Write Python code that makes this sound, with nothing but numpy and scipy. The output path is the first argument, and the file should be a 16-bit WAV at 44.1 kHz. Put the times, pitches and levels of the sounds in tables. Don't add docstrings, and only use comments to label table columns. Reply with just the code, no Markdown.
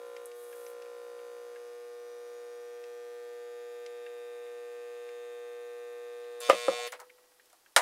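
import sys
import numpy as np
from scipy import signal
from scipy.fft import rfft, irfft
from scipy.io import wavfile
from scipy.ndimage import uniform_filter1d

SR = 44100
rng = np.random.default_rng(int(sys.argv[2]) if len(sys.argv) > 2 else 0)


def voltage_ratio(decibels):
    exponent = np.asarray(decibels, float) / 20
    return 10 ** exponent


def digitize_waveform(pressure):
    field = np.atleast_2d(pressure).T
    bounded = np.clip(field, -1, 1)
    quanta = np.round(bounded * 32767).astype(np.int16)
    wavfile.write(sys.argv[1], SR, quanta)


N = 344587

BREAK_S, OFF_S = 6.404, 6.874

MAINS_HZ = 60
CYCLE = SR // MAINS_HZ
# even multiple of the mains, then level in dB under cold load, hot load and no load.
HUM_LINES = [(4, -86, -83.5, -78), (6, -68, -64, -78.5), (8, -46.5, -40.5, -40.5), (10, -68, -62.5, -50.5),
             (12, -65.5, -60, -52.5), (14, -72, -65.5, -65), (16, -80, -76, -63.5), (18, -67, -65.5, -48.5),
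             (20, -67.5, -62, -67), (22, -80.5, -70.5, -55.5), (24, -69, -112, -56),
             (26, -76.5, -61.5, -63), (28, -80.5, -71.5, -56.5), (30, -70, -62.5, -57.5),
             (32, -77, -69.5, -54), (34, -85.5, -69, -54.5), (36, -85, -70.5, -52.5), (38, -76.5, -83, -53),
             (40, -79, -68.5, -49.5), (42, -85, -70, -63.5), (44, -89, -70, -53.5), (46, -94, -74.5, -56.5),
             (48, -79, -78, -67), (50, -100, -85.5, -53), (52, -99, -75.5, -71), (54, -80, -78.5, -56.5),
             (56, -78, -76, -57.5), (58, -110, -97, -56), (60, -86, -69, -49), (62, -76.5, -70.5, -55)]
FLIPPING_LINES = (18, 24)
# frequency in Hz, level in dB under cold, hot and no load.
RATTLE_ENVELOPE = [(3800, -84, -80, -60), (4350, -86, -86, -59), (4750, -84, -83, -59),
                   (5300, -88, -88, -65), (6000, -90, -86, -63), (6700, -89, -83, -61),
                   (7300, -90, -86, -66), (7700, -90, -91, -66), (8300, -89, -88, -63),
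                   (9000, -91, -91, -71), (9800, -89, -87, -68), (11000, -94, -93, -75),
                   (13000, -99, -99, -81), (15500, -106, -106, -88)]
# odd multiple of the mains, level in dB.
SLAP_LINES = [(5, -81), (7, -63), (9, -49), (11, -77), (13, -67), (15, -72.5), (17, -58), (19, -115),
              (21, -75), (23, -59), (25, -70), (27, -104), (29, -71.5), (31, -90), (33, -82.5), (35, -73.5),
              (37, -76), (39, -78.5), (41, -75), (43, -74.5), (45, -110), (47, -73), (49, -87), (51, -80),
              (53, -92), (55, -83), (57, -82)]
# start and end in seconds, strength in dB, rise and fall in seconds.
SLAP_SPELLS = [
    (0, 0.26, -4, 0.0066, 0.02),
    (.5, 1.53, -6, 0.049, 0.13),
    (2.0, 2.61, -18.5, 0.04, .04),
    (3, 3.14, -22, .04, .05),
]
# heat from 0 to 1, heat range, centre in Hz, width in Hz, boost in dB.
BUZZING_PLATES = [
    (.24, 0.2, 5870, 280, 8),
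    (.2, 0.11, 6650, 300, 4),
    (.75, 0.14, 2560, 200, 3),
    (.78, .15, 3800, 250, 0.5),
    (.93, .06, 6890, 297.8, 1.5),
    (.96, 0.042, 4000, 350, 5.5),
]
SEATED_DB = -32
HALF_HOT_S, WARMING_S, HOT_SAG_DB = 3.55, 0.96, -2.8
COLD_ROUGH, STEADY_S = 0.057, 1.2
CHATTER_DB, CHATTER_ROUGH = -10.5, 0.14
FREE_DB, FREE_START_DB, FREE_RISE_S = -1, -6, 0.057
FREE_ROUGH, JOLT_ROUGH, JOLT_S = 0.1, 0.45, 0.07

# start and end in seconds, rise and fall in seconds.
SIZZLE_SPELL = (0.36, .725, .012, 0.0099)
SIZZLE_DB, SIMMER_DB, SIMMER_FADE_DB_PER_S = -59, -70.5, 3.5
# start in seconds, peak in dB, centre in Hz, overtone level in dB.
NAIL_TICKS = [(0.165, -39.5, 2280, -5.5), (0.3148, -46.5, 2580, -6), (0.527, -42.5, 2080, -12),
              (.665, -45.5, 2570, 1.5), (0.821, -45.5, 2530, -2), (0.8585, -48, 1880, -18),
              (1.1887, -48, 2100, -20), (1.5588, -42.5, 1910, -20), (1.761, -61, 2600, -20),
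              (2.8392, -44, 2400, -4.5), (3.8618, -42, 2400, 0.5), (4.0628, -38, 2070, -25),
              (4.465, -47, 2100, -23), (5.0893, -43, 2250, -10), (6.2418, -49, 2460, -11),
              (7.0955, -48.5, 2070, -25), (7.1, -45.5, 2200, -21), (7.397, -48, 2090, -23),
              (7.661, -48.5, 2000, -20)]
NAIL_MODES = [1130, 1380, 1670, 1880, 2110, 2330, 2600, 3010, 3500, 4100, 4800, 5300, 5900, 6700, 7600,
              8600, 10000, 12000]
TICK_OCTAVES, TICK_T60_S = 0.34, 0.039
OVERTONE_HZ, OVERTONE_OCTAVES, OVERTONE_T60_S = 5200, 0.31, 0.038
# start in seconds, snap level in dB, fizz level in dB, centre in Hz.
CONTACT_SPARKS = [
    (.257, -33.5, -46, 9700),
    (6.4037, -29.5, -41, 9970),
    (6.869, -60, -44, 12000),
]
SNAP_T60_S, FIZZ_T60_S, SPARK_OCTAVES = 0.01, 0.12, 0.2

# frequency in Hz, level in dB, t60 in seconds.
BOARD_MODES = [(546.3, -2.5, 0.068), (1214, -2, 0.05), (599.5, -7, 0.063), (674, -11, 0.11),
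               (780, -11.5, 0.042), (1000, -10, .05), (1290, -21, 0.05), (1690, -28.5, 0.04),
               (2070, -27, 0.033), (2589, -37.5, .06), (195, -13, 0.13)]
# start in seconds, peak in dB.
LEAD_KNOCKS = [(6.4905, -20), (6.4945, -16.5), (6.4985, -2), (6.53, -16.5), (6.545, -24), (6.6825, -10.5),
               (6.6862, -14.5), (6.692, -19.5), (6.707, -36), (6.715, -27), (6.733, -32)]
HARDEST_S, SOFTER_S_PER_DB, SOFTEST_S = 0.0001, 0.00003, 0.0007
# start in seconds, level in dB, frequency in Hz.
LEAD_SCRAPES = [
    (6.722, -40, 737),
    (6.79, -41, 736),
]
SCRAPE_T60_S = 0.28
# start in seconds, peak in dB, centre in Hz, bright part in dB.
METAL_CLATTERS = [(6.4982, -16.5, 2080, -9.5), (6.876, -36.5, 2400, -9), (6.9227, -34.5, 1520, -3),
                  (6.929, -34.5, 800, -10), (6.935, -41.5, 2630, -10), (6.993, -44, 875, -16),
                  (7.002, -42, 1000, 0), (7.015, -42.5, 750, -13), (7.181, -56, 1000, -18),
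                  (7.24, -61, 795, -20), (7.317, -62, 1500, -0.5), (7.459, -67.5, 2000, 10.5),
                  (7.5, -61, 2500, 4), (7.531, -51.5, 940, -3)]
CLATTER_OCTAVES, CLATTER_T60_S, BRIGHT_HZ, BRIGHT_T60_S = 0.54, 0.14, 7800, 0.08
# frequency in Hz, level in dB, t60 in seconds.
CLAMP_MODES = [
    (497, -51, 1.45),
    (472, -60, 0.97),
    (1930, -73.5, 3.5),
    (9710, -53, 0.28),
]
# centre in Hz, peak in dB, t60 in seconds.
TOOL_CRACK = [
    (903, -11, 0.17),
    (2120, -9.5, .12),
    (4000, -12.5, 0.087),
    (8100, -13.5, 0.12),
]
CRACK_S, CRACK_OCTAVES, CRACK_LAG_CYCLES = 7.7622, 0.37, 2.2

# frequency in Hz, density in dB per Hz.
AIR_SPECTRUM = [(20, -13), (100, -18.5), (200, -17), (330, -5), (500, -5), (900, -4.5), (2000, -11.5),
                (5000, -9.5), (9000, -14), (15500, -18)]
AIR_DB, EDGE_HZ = -67.5, 15800


def transformer(scatter_db=8, drift_db=4.5, smear_s=0.0052, late_s=-0.0014):
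    t = np.arange(N // CYCLE + 2) / MAINS_HZ
    k = np.arange(CYCLE // 2 + 1)
    line_hz = k * MAINS_HZ
    level_db = np.array(curves(RATTLE_ENVELOPE, line_hz))
    level_db += scatter_db * (0.3 - rng.random((3, len(k))) ** 1.5)
    level_db[:, (k % 2 == 1) | (k < HUM_LINES[0][0])] = -200
    for multiple, *db in HUM_LINES:
        level_db[:, round(multiple)] = db
    cold, hot, free = voltage_ratio(level_db)
    cold[list(FLIPPING_LINES)] *= -1
    loose = np.zeros(len(k))
    for multiple, db in SLAP_LINES:
        loose[round(multiple)] = voltage_ratio(db)

    delay = late_s + smear_s * uniform_filter1d(rng.random(len(k)) ** 2, size=3) + k * 6e-6
    phase = np.exp(-2j * np.pi * np.cumsum(delay * MAINS_HZ) + 0.6j * rng.standard_normal(len(k)))

    drift = uniform_filter1d(rng.standard_normal((len(t), len(k))), 30, 0)
    drift = evened(uniform_filter1d(drift, 24, 0))
    drift = evened(uniform_filter1d(drift, 4, 1))
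    drift = voltage_ratio(drift_db * np.minimum(drift + 0.2, 1.1) * np.clip(line_hz / 5000, 0, 1) ** 2)
    unsteady = 0.6 + (line_hz / 3300) ** 1.3

    t = t[:, None]
    heat = spell(t, HALF_HOT_S, np.inf, WARMING_S, 1)
    load_db = HOT_SAG_DB * heat ** 2
    rough = COLD_ROUGH * np.maximum(1 - (t / STEADY_S) ** 3, 0)
    slap = voltage_ratio(SEATED_DB)
    for start_s, end_s, db, rise_s, fall_s in SLAP_SPELLS:
        slap = slap + voltage_ratio(db) * spell(t, start_s, end_s, rise_s, fall_s)
    buzz_db, chatter = 0, 0
    for mid, span, hz, width_hz, db in BUZZING_PLATES:
        buzz = np.exp(-((heat - mid) / span) ** 2 - ((line_hz - hz) / width_hz) ** 2)
        buzz_db = buzz_db + db * buzz
        chatter = chatter + buzz
    loaded = voltage_ratio(load_db + buzz_db) * ((1 - heat) * cold + heat * hot) + slap * loose
    loaded = loaded + voltage_ratio(CHATTER_DB) * chatter * np.roll(loaded, 1, 1)
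    rough = rough + CHATTER_ROUGH * chatter

    since = np.maximum(t - BREAK_S, 0)
    free_db = FREE_DB + FREE_START_DB * np.exp(-since / FREE_RISE_S)
    free_rough = FREE_ROUGH + JOLT_ROUGH * np.exp(-since / JOLT_S)
    unloaded = voltage_ratio(free_db) * (free + voltage_ratio(-25) * np.roll(free, 1))

    hum = cycles(loaded * drift * phase, rough * unsteady)
    rattle = cycles(unloaded * np.cbrt(drift) * phase, free_rough * unsteady)
    return hum * gate(-1, BREAK_S, 0.001, 0.006) + rattle * gate(BREAK_S, OFF_S, 0.004, 0.007)


def cycles(lines, rough):
    wobble = rng.standard_normal(lines.shape + (2,)) @ [1, 1j]
    wobble = (wobble + np.roll(wobble, 2, 1) + np.roll(wobble, 4, 1)) / np.sqrt(3)
    period = irfft(lines * (1 + rough * wobble), CYCLE) * CYCLE / np.sqrt(2)
    fade = np.arange(CYCLE) / CYCLE
    return (period[:-1] * (1 - fade) + period[1:] * fade).ravel()[:N]


def live_rasp():
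    rasp = coloured(lambda hz: hz / (1 + (hz / 2500) ** 6.6))
    return voltage_ratio(-73.5) * rasp * gate(-1, OFF_S, 0.001, 0.11)


def sizzle(centre_hz=10500, spread=0.34):
    def colour(hz):
        return np.exp(-0.5 * (np.log2(hz / centre_hz) / spread) ** 2) + 0.32 * (hz > 2000)
    hiss = coloured(colour)
    grain = voltage_ratio(1.6 * evened(uniform_filter1d(rng.standard_normal(N), size=150)))
    t = np.arange(N) / SR
    simmer = voltage_ratio(SIMMER_DB - SIMMER_FADE_DB_PER_S * np.minimum(t, 1))
    burst = voltage_ratio(SIZZLE_DB - 3.5) * spell(t, *SIZZLE_SPELL)
    return (simmer + burst) * evened(hiss * grain)


def nail_ticks():
    rows = []
    for s, db, hz, bright_db in NAIL_TICKS:
        rows.append((s, db, hz, TICK_OCTAVES, TICK_T60_S))
        rows.append((s, db + bright_db, OVERTONE_HZ, OVERTONE_OCTAVES, OVERTONE_T60_S))
    return rows


def sparks():
    rows = []
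    for s, snap_db, fizz_db, hz in CONTACT_SPARKS:
        rows.append((s, snap_db, hz, SPARK_OCTAVES, SNAP_T60_S))
        rows.append((s + 0.0018, fizz_db, hz, SPARK_OCTAVES, FIZZ_T60_S))
    return rows


def knock(db):
    contact_s = np.clip(HARDEST_S - SOFTER_S_PER_DB * db, 5e-5, SOFTEST_S)
    u = np.arange(200) / SR / contact_s
    sound = np.diff(signal.fftconvolve(ring(BOARD_MODES, 0.15), u * np.exp(-u)))
    return -voltage_ratio(db) * sound / abs(sound).max()


def scrape(db, hz):
    return ring([(hz, db, SCRAPE_T60_S), (1.2 * hz, db - 12, SCRAPE_T60_S)], 0.15)


def clatters():
    rows = []
    for s, db, hz, bright_db in METAL_CLATTERS:
        rows.append((s, db, hz, CLATTER_OCTAVES, CLATTER_T60_S))
        rows.append((s - 0.002, db + bright_db, BRIGHT_HZ, CLATTER_OCTAVES, BRIGHT_T60_S))
    return rows


def tool_crack():
    return [(CRACK_S + CRACK_LAG_CYCLES / hz, db, hz, CRACK_OCTAVES, t60) for hz, db, t60 in TOOL_CRACK]


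def tick(modes_hz, sharp, length, db, hz, spread, t60):
    t = np.arange(length) / SR
    noise = rng.standard_normal(length)
    impacts = noise * abs(noise) * voltage_ratio(-60 * t / t60) * np.minimum(t / 0.00022, 1)
    impacts *= 1 + 1.5 * np.exp(-t / 0.0015)
    sound = np.zeros(length)
    for mode_hz, chance in zip(modes_hz, rng.standard_normal(len(modes_hz))):
        mode = signal.iirpeak(mode_hz, sharp, SR)
        nearness = np.exp(-0.5 * (np.log2(mode_hz / hz) / spread) ** 2)
        share = nearness * voltage_ratio(1.5 * chance) / np.sqrt(mode_hz)
        sound += share * signal.lfilter(*mode, signal.lfilter(*mode, impacts))
    onset = sound[:round(t60 * SR / 6) + 40]
    return voltage_ratio(db - 11.0) * sound / np.sqrt(np.mean(onset ** 2))


def add_ticks(mix, rows, modes_hz, sharp, length):
    for s, *blow in rows:
        add(mix, s, tick(modes_hz, sharp, length, *blow))


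def ring(modes, length_s):
    t = np.arange(round(length_s * SR)) / SR
    return sum(voltage_ratio(db - 60 * t / t60) * np.sin(2 * np.pi * hz * t) for hz, db, t60 in modes)


def yard(x, t60=0.15, wet_db=-21):
    t = np.arange(SR // 3) / SR
    sparse = rng.standard_normal(len(t)) * (rng.random(len(t)) < 0.05)
    taps = sparse * voltage_ratio(-60 * t / t60) * (t > 0.004)
    return x + voltage_ratio(wet_db) * signal.oaconvolve(x, taps / np.linalg.norm(taps))[:N]


def air():
    f, db = np.transpose(AIR_SPECTRUM)
    return voltage_ratio(AIR_DB) * coloured(lambda hz: voltage_ratio(np.interp(np.log(hz), np.log(f), db)))


def coloured(gain):
    hz = np.fft.rfftfreq(N, 1 / SR)
    return evened(irfft(rfft(rng.standard_normal(N)) * gain(hz + 1), N))


def evened(x):
    return x / np.sqrt(np.mean(x ** 2) + 1e-20)


def curves(rows, t):
    s, *columns = np.transpose(rows)
    return [np.interp(t, s, c) for c in columns]


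def spell(t, start_s, end_s, rise_s, fall_s):
    rise = 1 + np.tanh((t - start_s) / (2 * rise_s))
    fall = 1 - np.tanh((t - end_s) / (2 * fall_s))
    return rise * fall / 4


def gate(on_s, off_s, rise_s, fall_s):
    t = np.arange(N) / SR
    rise = 1 - np.exp(-np.maximum(t - on_s, 0) / rise_s)
    return rise * np.exp(-np.maximum(t - off_s, 0) / fall_s)


def add(mix, s, sound):
    part = mix[round(s * SR):][:len(sound)]
    part += sound[:len(part)]


def scene():
    hits = np.zeros(N)
    for s, db in LEAD_KNOCKS:
        add(hits, s, knock(db))
    add_ticks(hits, nail_ticks(), NAIL_MODES, 7, 3000 - len(NAIL_MODES))
    for s, db, hz in LEAD_SCRAPES:
        add(hits, s, scrape(db, hz))
    junk_hz = np.geomspace(300, 15000, num=36)
    add_ticks(hits, tool_crack() + sparks() + clatters(), junk_hz, 5, 9000 - len(junk_hz))
    hits = signal.sosfilt(signal.butter(2, 330, "high", fs=SR, output="sos"), hits)
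    add(hits, OFF_S, ring(CLAMP_MODES, 0.92))
    return (transformer() + live_rasp() + yard(hits) + sizzle())[None]


def roll_off(x):
    return signal.sosfilt(signal.butter(12, 16460, fs=SR, output="sos"), x)


def record(dry):
    thin = signal.sosfilt(signal.butter(4, 240, "high", fs=SR, output="sos"), dry)
    edge = signal.firwin(255, EDGE_HZ, fs=SR)
    mix = signal.oaconvolve(thin + air(), edge[None], "same")
    return roll_off(mix)


dry = scene()
out = record(dry)
digitize_waveform(out)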